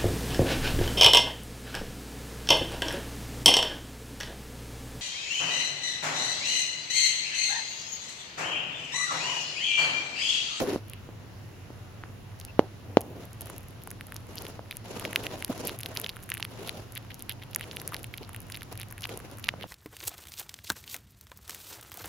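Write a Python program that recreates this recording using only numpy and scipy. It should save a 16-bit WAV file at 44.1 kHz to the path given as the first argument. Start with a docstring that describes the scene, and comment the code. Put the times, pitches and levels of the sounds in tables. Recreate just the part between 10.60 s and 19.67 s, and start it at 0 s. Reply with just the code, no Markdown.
"""A rabbit chews a piece of banana very close to two microphones in a case, about four chews a second.
Each chew is a burst of tiny bubbles ringing in the mouth; breaking wet films add pops, snaps and ticks.
Shaped noise makes the fur brushing the case, its dull drags and scuffs, and faint rustles and squeaks.
Bumps on the case are damped swings with a short ring, and two of them are hard knocks.
Behind it all, a narrow band of noise makes a low hum, and wide noise makes the soft rush of the room."""
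import sys
import numpy as np
from scipy import signal
from scipy.io import wavfile

SR = 44100
rng = np.random.default_rng(int(sys.argv[2]) if len(sys.argv) > 2 else 0)


def wrap_up_sound(samples):
    """Save the sound to the file named by the first command line argument, as 16-bit audio."""
    columns = np.atleast_2d(samples).T
    # keep every value between -1 and 1, then stretch to whole-number steps
    tamed = np.clip(columns, -1, 1)
    steps = np.round(tamed * 32767).astype(np.int16)
    wavfile.write(sys.argv[1], SR, steps)


N = 399987  # length of the scene in samples

# Room noise, its colour: [f/Hz, relative level per Hz/dB]
ROOM_SPECTRUM = [(25, -9.5), (140, -5.5), (330, -13.5), (1500, -23), (2800, -28), (6000, -33), (10500, -36),
                 (16000, -43)]
# How alike left and right are in the room noise: [f/Hz, likeness from 0 to 1]
ROOM_LIKENESS = [(30, 0.93), (500, 0.47), (3000, 0.15)]
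# How alike left and right are in noise close by: [f/Hz, likeness from 0 to 1]
NEAR_LIKENESS = [(600, 0.88), (2000, 0.15), (8000, 0.026)]
# Faint rustles and squeaks of the moving rabbit: [start t/s, end t/s, level/dB, width f/Hz]
RUSTLES = [(0.25, 0.418, -59.5, 1500), (1.876, 1.91, -50.5, 200)]
# The case drags dully as it is nudged: [start t/s, end t/s, level/dB]
DRAG_STROKES = [(.004, .045, -26.5), (1.995, 2.08, -52), (2.24, 2.36, -49.5), (2.37, 2.68, -47),
                (4.892, 4.912, -30.5), (7.608, 7.63, -41), (8.955, 9.07, -52)]
# Dragging noise, its colour: [f/Hz, relative level per Hz/dB]
DRAG_SPECTRUM = [(60, -2), (280, 13), (700, 4), (1400, -32), (8000, -22)]
# Strokes of fur over the case: [start t/s, end t/s, level before the fur gain/dB]
FUR_STROKES = [(2.55, 2.68, -59), (2.79, 3.0, -54.5), (3.68, 3.978, -51.5), (4.24, 4.68, -45),
               (4.63, 4.85, -48.5), (4.865, 5.17, -47), (5.24, 5.468, -48.5), (5.88, 6.25, -50.5),
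               (6.884, 7.49, -58), (8.112, 8.138, -47), (8.485, 8.58, -49), (8.57, 8.77, -56.5)]
# Fur noise, its colour: [f/Hz, relative level per Hz/dB]
FUR_SPECTRUM = [(40, -11), (190, -2.5), (380, 2.5), (600, -1.5), (1400, -12.5), (2800, -15), (4200, -16.5),
                (10500, -19), (16000, -35)]
# Level curve of the scuff as the case settles: [t/s, level before the scuff gain/dB]
SCUFF_CURVE = [(0, -24), (.02, -25), (.065, -35.5), (.12, -37), (.16, -35), (.18, -44), (.22, -77)]
# Bumps against the case, low pitch = soft contact: [t/s, swing peak level before panning/dB, pitch f/Hz]
BUMPS = [(0.017, -25, 368), (0.16, -17, 288), (0.49, -32, 310), (1.104, -32, 312), (1.437, -26, 1470),
         (1.9931, 1, 332), (2.371, 3.5, 430), (3.993, -25.5, 533), (8.939, -26, 500), (9.041, -25.5, 614)]
# Ring of the case after a bump: [f/Hz, width f/Hz, level against the swing/dB]
CASE_MODES = [(317, 94, -12.5), (670, 70, -39), (2840, 620, -16)]
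# Thin snaps of saliva on the open lips: [t/s, rms level over SNAP_SPAN_S before panning/dB]
LIP_SNAPS = [(0.2829, -51), (2.4083, -34), (2.6535, -47), (2.8094, -34), (2.818, -37), (2.9814, -38.5),
             (3.0847, -48), (3.2366, -42), (3.4688, -43), (3.5439, -41), (3.7563, -38.5), (3.8216, -38),
             (3.8832, -44), (4.1697, -32.5), (5.0523, -36), (5.0725, -25.5), (5.0795, -32), (5.1891, -34.5),
             (5.3517, -38), (5.4155, -33), (5.6357, -43), (5.7407, -29), (5.7534, -47), (6.3527, -36.5),
             (6.6235, -34.5), (7.164, -37), (7.576, -38.5), (7.804, -41), (8.3121, -44), (8.5745, -34.5),
             (8.7965, -45)]
# Wet films that break in the mouth, levels before panning:
# [t/s, cavity peak level/dB, cavity f/Hz, snap rms level over SNAP_SPAN_S/dB]
FILM_POPS = [(1.813, -30, 3870, -53), (3.314, -32, 1660, -37), (3.5645, -20.5, 5870, -41),
             (4.1109, -21.5, 2680, -38), (4.3969, -26, 3000, -34), (4.4515, -16.0, 2230, -40),
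             (4.5308, -22, 1840, -36.5), (4.5597, -5.5, 2530, -27.5), (4.667, -16.0, 2550, -41),
             (4.8243, -20.5, 2090, -36.5), (4.8471, -16, 5070, -26), (5.0942, -20.0, 2950, -46),
             (5.233, -20.5, 3670, -36), (5.2602, -17.5, 3430, -36), (5.3638, -24.5, 2210, -46),
             (5.3724, -11.5, 4430, -32), (5.399, -31, 1990, -31), (5.4634, -18, 2800, -45),
             (5.4929, -18, 3430, -36), (5.5616, -35, 3050, -47), (5.7019, -26.5, 2590, -30),
             (5.7184, -15.5, 1900, -48), (5.7781, -27.5, 3220, -38), (5.804, -27, 3020, -41),
             (5.827, -13.0, 2830, -60), (5.8506, -22, 3100, -38.5), (6.0749, -26, 4150, -37.5),
             (6.0937, -24, 2690, -37), (6.3766, -29, 2330, -34.5), (6.5437, -27, 6730, -40.5),
             (6.6947, -17, 3540, -28.5), (6.948, -9.5, 7000, -48), (6.9606, -19, 1740, -22.5),
             (7.0101, -22, 1910, -38.5), (7.113, -22.5, 3500, -59), (7.169, -20, 2740, -39),
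             (7.1996, -24.5, 4600, -66), (7.2771, -34, 2040, -27.5), (7.344, -18, 4300, -34.5),
             (7.366, -23.5, 4100, -41), (7.4432, -24.5, 2620, -37), (7.5808, -25.0, 3300, -47),
             (7.7465, -28, 1850, -42), (7.9, -31, 1720, -42), (7.923, -22.5, 4570, -64.0),
             (7.9724, -28.5, 2260, -39), (8.1989, -31, 2380, -37.5), (8.215, -24.5, 4500, -39.5),
             (8.3802, -30, 1990, -43), (8.4408, -18.5, 3300, -45), (8.4545, -18.5, 2430, -40),
             (8.4923, -27.5, 2210, -42), (8.8417, -18.5, 3530, -50), (8.8892, -7.0, 2160, -37.5)]
# Chews: [middle t/s, length/s, level of the squeezed pulp/dB, mouth resonance f/Hz]
CHEWS = [(3.778, 0.024, -39.5, 3820), (4.115, 0.015, -41, 3060), (4.574, 0.0046, -52, 2800),
         (5.09, 0.043, -40.5, 3180), (5.442, 0.02, -37.5, 2740), (5.492, 0.023, -39, 3260),
         (5.735, 0.055, -50, 2180), (6.093, 0.0079, -31, 2940), (6.369, 0.034, -41.5, 2570),
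         (6.513, 0.03, -45.5, 2500), (6.706, 0.04, -39, 2520), (6.828, 0.031, -49.5, 2570),
         (7.013, 0.056, -43.5, 2570), (7.335, 0.04, -37.5, 1480), (7.542, 0.0073, -36, 2640),
         (7.634, 0.041, -48.5, 3500), (7.951, 0.032, -43.5, 3100), (8.209, 0.044, -43, 2730),
         (8.443, 0.038, -42, 3600), (8.87, 0.07, -43, 3080), (9.022, 0.058, -44, 2480)]

HUM_HZ, HUM_WIDTH_HZ = 104, 27.4
HUM_DB, ROOM_DB = -47.5, -48
BUMP_LAG_S = .00008    # a bump reaches the right microphone a little later
SNAP_SPAN_S = 0.0042   # time over which the rms of a snap is counted
CUTOFF_HZ = 16300      # nearly nothing is left above this


def from_db(db):
    """Turn decibels into gain; also used for pitch ratios, where 6 dB is about an octave."""
    return 10 ** (np.asarray(db) / 20)


def rms_one(x):
    """Scale a sound to rms 1."""
    return x / np.sqrt(np.mean(x ** 2) + 1e-20)


def unit_click(x):
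    """Scale a click so that its rms counted over SNAP_SPAN_S is 1."""
    return x / np.sqrt(np.sum(x ** 2) / (SNAP_SPAN_S * SR))


def either_way(*shape):
    """Draw even chances between -1 and 1."""
    return 2 * rng.random(shape) - 1


def in_time(rows):
    """Join the points of a curve into a value for every sample."""
    return np.interp(np.arange(N) / SR, *np.transpose(rows))


def at_hz(points, hz):
    """Read a spectrum between its points on a log-frequency axis."""
    freqs, values = np.transpose(points)
    return np.interp(np.log(hz), np.log(freqs), values)


def drift(rate_hz):
    """Wander at random with rms 1: noise smoothed by two equal low-pass stages at rate_hz."""
    step = 40       # computed once every 40 samples, then joined by straight lines
    settle = 2000   # steps dropped while the filter settles
    r = np.exp(-2 * np.pi * rate_hz * step / SR)
    white = rng.standard_normal(N // step + settle + 2)
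    slow = signal.lfilter([1], [1, -2 * r, r * r], white)[settle:]
    return np.interp(np.arange(N) / step, np.arange(len(slow)), rms_one(slow))


def resonate(x, hz, width_hz):
    """Ring one resonance, with gain 1 at its top."""
    r = np.exp(-np.pi * width_hz / SR)
    feed = np.array([1, 0, -1]) * (1 - r * r) / 2
    feedback = [1, -2 * r * np.cos(2 * np.pi * hz / SR), r * r]
    return signal.lfilter(feed, feedback, x + 1e-18)


def cut(x, hz, kind, order=2):
    """Keep low, high or band frequencies with a Butterworth filter."""
    safe_hz = np.clip(hz, 10, .45 * SR)
    return signal.sosfilt(signal.butter(order, safe_hz, kind, fs=SR, output="sos"), x)


def pan(x, left_db):
    """Make the left side louder than the right by left_db."""
    return x * from_db([[left_db / 2], [-left_db / 2]])


def add(out, s, sound):
    """Mix a short sound in at time s, in seconds."""
    start = int(np.clip(round(s * SR), 0, N - 1))
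    out[:, start:start + sound.shape[-1]] += sound[..., :N - start]


def swell(start, end):
    """Shape one stroke that swells and eases off."""
    along = np.clip((np.arange(N) / SR - start) / (end - start), 0, 1)
    return np.sqrt(4 * along * (1 - along))


def strokes(rows):
    """Join a table of strokes into one loudness curve."""
    return sum(from_db(db) * swell(start, end) for start, end, db in rows)


def noise(spectrum, likeness, patchy_db, flicker_hz):
    """Add up half-octave bands of stereo noise, each flickering on its own; rms 1."""
    out = 0
    edges = 23 * 2 ** np.arange(0, 9.6, .5)
    white = rng.standard_normal((2, 2, N))
    for k, (low, high) in enumerate(zip(edges, edges[1:])):
        # neighbouring bands use different noise
        mid, side = cut(white[k % 2], [low, high], "band")
        hz = np.sqrt(low * high)
        alike = np.clip(at_hz(likeness, hz), 0, 1)
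        gain = from_db(at_hz(spectrum, hz) + patchy_db * drift(flicker_hz))
        out = out + gain * (np.sqrt(1 + alike) * mid + np.sqrt(1 - alike) * side * [[1], [-1]])
    return rms_one(out)


def room():
    """A narrow noise band wavers as a low hum over the soft rush of the room."""
    band = [HUM_HZ - HUM_WIDTH_HZ / 2, HUM_HZ + HUM_WIDTH_HZ / 2]
    mid, side = cut(rng.standard_normal((2, N)), band, "band")
    hum = rms_one(mid + from_db(-12.0) * side * [[1], [-1]])
    air = noise(ROOM_SPECTRUM, ROOM_LIKENESS, patchy_db=1.0, flicker_hz=2.5)
    return pan(from_db(HUM_DB) * hum + from_db(ROOM_DB) * air, -0.41)


def rustles(hz=2650):
    """A stir of the coat whispers as a noise band; a narrow band is heard as a thin squeak."""
    out = 0
    hiss = rng.standard_normal((2, N))
    for start, end, db, width_hz in RUSTLES:
        band = resonate(resonate(hiss, hz, width_hz), hz, width_hz)
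        out = out + from_db(db) * swell(start, end) * rms_one(band)
    return out


def dragging(grain_db=3, slip_rate_hz=60):
    """The nudged case sticks and slips: dull noise with an uneven level."""
    scrape = noise(DRAG_SPECTRUM, NEAR_LIKENESS, patchy_db=1.5, flicker_hz=44)
    slipping = from_db(grain_db * np.tanh(drift(slip_rate_hz)))
    return scrape * slipping * strokes(DRAG_STROKES)


def rubbing(fur_db=6.5, grain_db=4.5, hair_db=2.5, hair_rate_hz=350,
            scuff_db=3, scuff_hz=290, scuff_width_hz=260, scuff_hiss_db=-4):
    """Tufts and single hairs catch and slip on the case; the firmer scuff also drives a low resonance."""
    catching = from_db(grain_db * np.tanh(drift(30)) + hair_db * drift(hair_rate_hz))
    friction = noise(FUR_SPECTRUM, NEAR_LIKENESS, patchy_db=2.0, flicker_hz=18) * catching
    fur = from_db(fur_db) * strokes(FUR_STROKES) * friction
    low_ring = resonate(friction, scuff_hz, scuff_width_hz)
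    scuff = rms_one(low_ring + from_db(scuff_hiss_db) * friction)
    return fur + from_db(scuff_db + in_time(SCUFF_CURVE)) * scuff


def bumps(damping=0.71, hardness=3.75, brightest_hz=1400,
          tail_db=-37, tail_s=0.036, rattle_db=-40, rattle_s=0.0092):
    """A bump gives one heavily damped swing, and the case rings and rattles briefly."""
    out = np.zeros((2, N))
    t = np.arange(SR // 4) / SR
    impulse = signal.unit_impulse(len(t))
    for s, db, hz in BUMPS:
        # the case flexes a little differently at each microphone
        pitches = hz * from_db(either_way(2))
        swing = np.array([resonate(impulse, f, damping * f) for f in pitches])
        swing = cut(swing, min(hardness * hz, brightest_hz), "low")
        sound = swing / np.abs(swing).max()
        for mode_hz, width_hz, mode_db in CASE_MODES:
            strength = from_db(mode_db + 2 * rng.normal(size=(2, 1)))
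            fading = np.exp(-np.pi * width_hz * t)
            sound = sound + strength * fading * np.sin(2 * np.pi * mode_hz * t)
        # the tail is the same on both sides, the rattle is not
        tail = rms_one(cut(rng.standard_normal(len(t)), [200, 850], "band", order=4))
        rattle = rms_one(cut(rng.standard_normal((2, len(t))), [200, 4500], "band"))
        sound = sound + from_db(tail_db) * tail * np.exp(-t / tail_s)
        sound = sound + from_db(rattle_db) * rattle * np.exp(-t / rattle_s)
        left, right = pan(from_db(db) * sound, -2.6)
        add(out[:1], s, left)
        add(out[1:], s + BUMP_LAG_S, right)
    return out


def pop(cavity_db, cavity_hz, snap_db, snap_hz=10500, snap_width_hz=2600,
        scatter_db=-17, lowest_hz=1300):
    """A wet film breaks: a sharp snap, and a cycle or two from the little cavity behind it."""
    t = np.arange(SR // 60) / SR
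    impulse = signal.unit_impulse(len(t))
    cavity = resonate(impulse, cavity_hz, cavity_hz / 2)
    cavity = cut(cavity, 2.03 * cavity_hz, "low", order=1)
    cavity = cut(cavity, lowest_hz, "high")
    cavity = cavity / np.abs(cavity).max()
    # the snap differs in colour from pop to pop, and a little between the microphones
    tints_db = .6 * (either_way(1) + either_way(2))
    snap = np.array([unit_click(resonate(impulse, snap_hz * from_db(tint), snap_width_hz))
                     for tint in tints_db])
    direct = pan(from_db(cavity_db) * cavity, -1.9) + pan(from_db(snap_db) * snap, 1.9)
    # face, floor and case scatter a little of it, differently to each microphone
    scatter_s = .0025
    fading = np.exp(-t / scatter_s) * np.sqrt(2 / (scatter_s * SR))
    scatter = rng.standard_normal((2, len(t))) * fading
    scattered = signal.fftconvolve(direct, scatter, axes=1)[:, :len(t)]
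    return direct + from_db(scatter_db) * scattered


def small_pop(db, bright, colour, snap_db=-13, tilt_db=4, cavity_hz=3600, pitch_spread_db=14.0):
    """A small film breaks, from dull to bright and from low to high (both -1 to 1)."""
    pitch_hz = cavity_hz * from_db(pitch_spread_db * colour)
    return pop(db - tilt_db * bright, pitch_hz, db + snap_db + tilt_db * bright)


def ticks(count=5, scatter_s=0.05, level_db=-54, spread_db=9.5):
    """Ticks of saliva crowd around every film and thread that breaks; most are faint, a few crisp."""
    out = np.zeros((2, N))
    times = np.repeat([row[0] for row in FILM_POPS + LIP_SNAPS], count)
    times = times + scatter_s * rng.laplace(size=len(times))
    sizes = np.minimum(rng.exponential(size=len(times)), np.e)
    for s, size, (bright, colour) in zip(times, sizes, either_way(len(times), 2)):
        add(out, s, small_pop(level_db + spread_db * size, bright, colour))
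    return out


def lip_snaps(body_db=-6, body_hz=3000, thread_hz=11400):
    """Threads of saliva part with a thin, high tick and a weaker body."""
    out = np.zeros((2, N))
    for s, db in LIP_SNAPS:
        add(out, s, pop(db + body_db, body_hz, db, snap_hz=thread_hz))
    return out


def film_pops(after_db=-15, after_s=0.0017):
    """A film gives way with one clean pop, and its torn edge follows with a much weaker one."""
    out = np.zeros((2, N))
    for s, cavity_db, cavity_hz, snap_db in FILM_POPS:
        when, colour = either_way(2)
        add(out, s, pop(cavity_db, cavity_hz, snap_db))
        after = pop(cavity_db + after_db, cavity_hz * from_db(2 * colour), snap_db + after_db)
        add(out, s + after_s * (1 + when / 2), after)
    return out


def pulp(fizz_db=-12, opening=0.18, bubbles_per_s=650, damping=.3, size_spread_db=9):
    """A moist smack: separate tiny bubbles ring the mouth, whose resonance rises as the lips part."""
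    out = np.zeros((2, N))
    for s, length_s, db, hz in CHEWS:
        length = int(length_s * SR)
        along = np.linspace(-.5, .5, length)
        sizes = from_db(size_spread_db * np.minimum(rng.exponential(size=(2, length)), 2.5))
        bursting = rng.random(length) < bubbles_per_s / SR
        froth = bursting * sizes * np.sign(either_way(2, length))
        # fade from the closed mouth to the higher, open one
        closed, parted = [resonate(resonate(froth, f, damping * f), f, f)
                          for f in (hz * (1 - opening), hz * (1 + opening))]
        body = rms_one(closed * (.5 - along) + parted * (.5 + along))
        fizz = rms_one(resonate(froth, 10700, 4000))
        mid, side = (body + from_db(fizz_db) * fizz) * np.cos(np.pi * along)
        add(out, s - length_s / 2, from_db(db) * (mid + side / 2 * [[1], [-1]]))
    return out


def scene(snap_top_hz=14500):
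    """Mix the room, the contact with the case, and the mouth."""
    surroundings = room() + rubbing() + dragging() + rustles() + bumps()
    wet_breaks = cut(film_pops() + lip_snaps() + ticks(), snap_top_hz, "low")
    return surroundings + wet_breaks + pulp()


def record(dry, notch_hz=8250, notch_width_hz=1800, core_width_hz=450,
           ring_hz=2800, ring_width_hz=450, ring_db=-10):
    """The housing adds a mild resonance and a deep treble notch; peaks past full scale clip; the top is cut."""
    coloured = dry + from_db(ring_db) * resonate(dry, ring_hz, ring_width_hz)
    for width_hz in (notch_width_hz, core_width_hz):
        coloured = signal.lfilter(*signal.iirnotch(notch_hz, notch_hz / width_hz, fs=SR), coloured)
    clipped = np.clip(coloured, -1, 1)
    return signal.sosfilt(signal.ellip(8, .3, 70, CUTOFF_HZ, fs=SR, output="sos"), clipped)


dry = scene()
out = record(dry)
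wrap_up_sound(out)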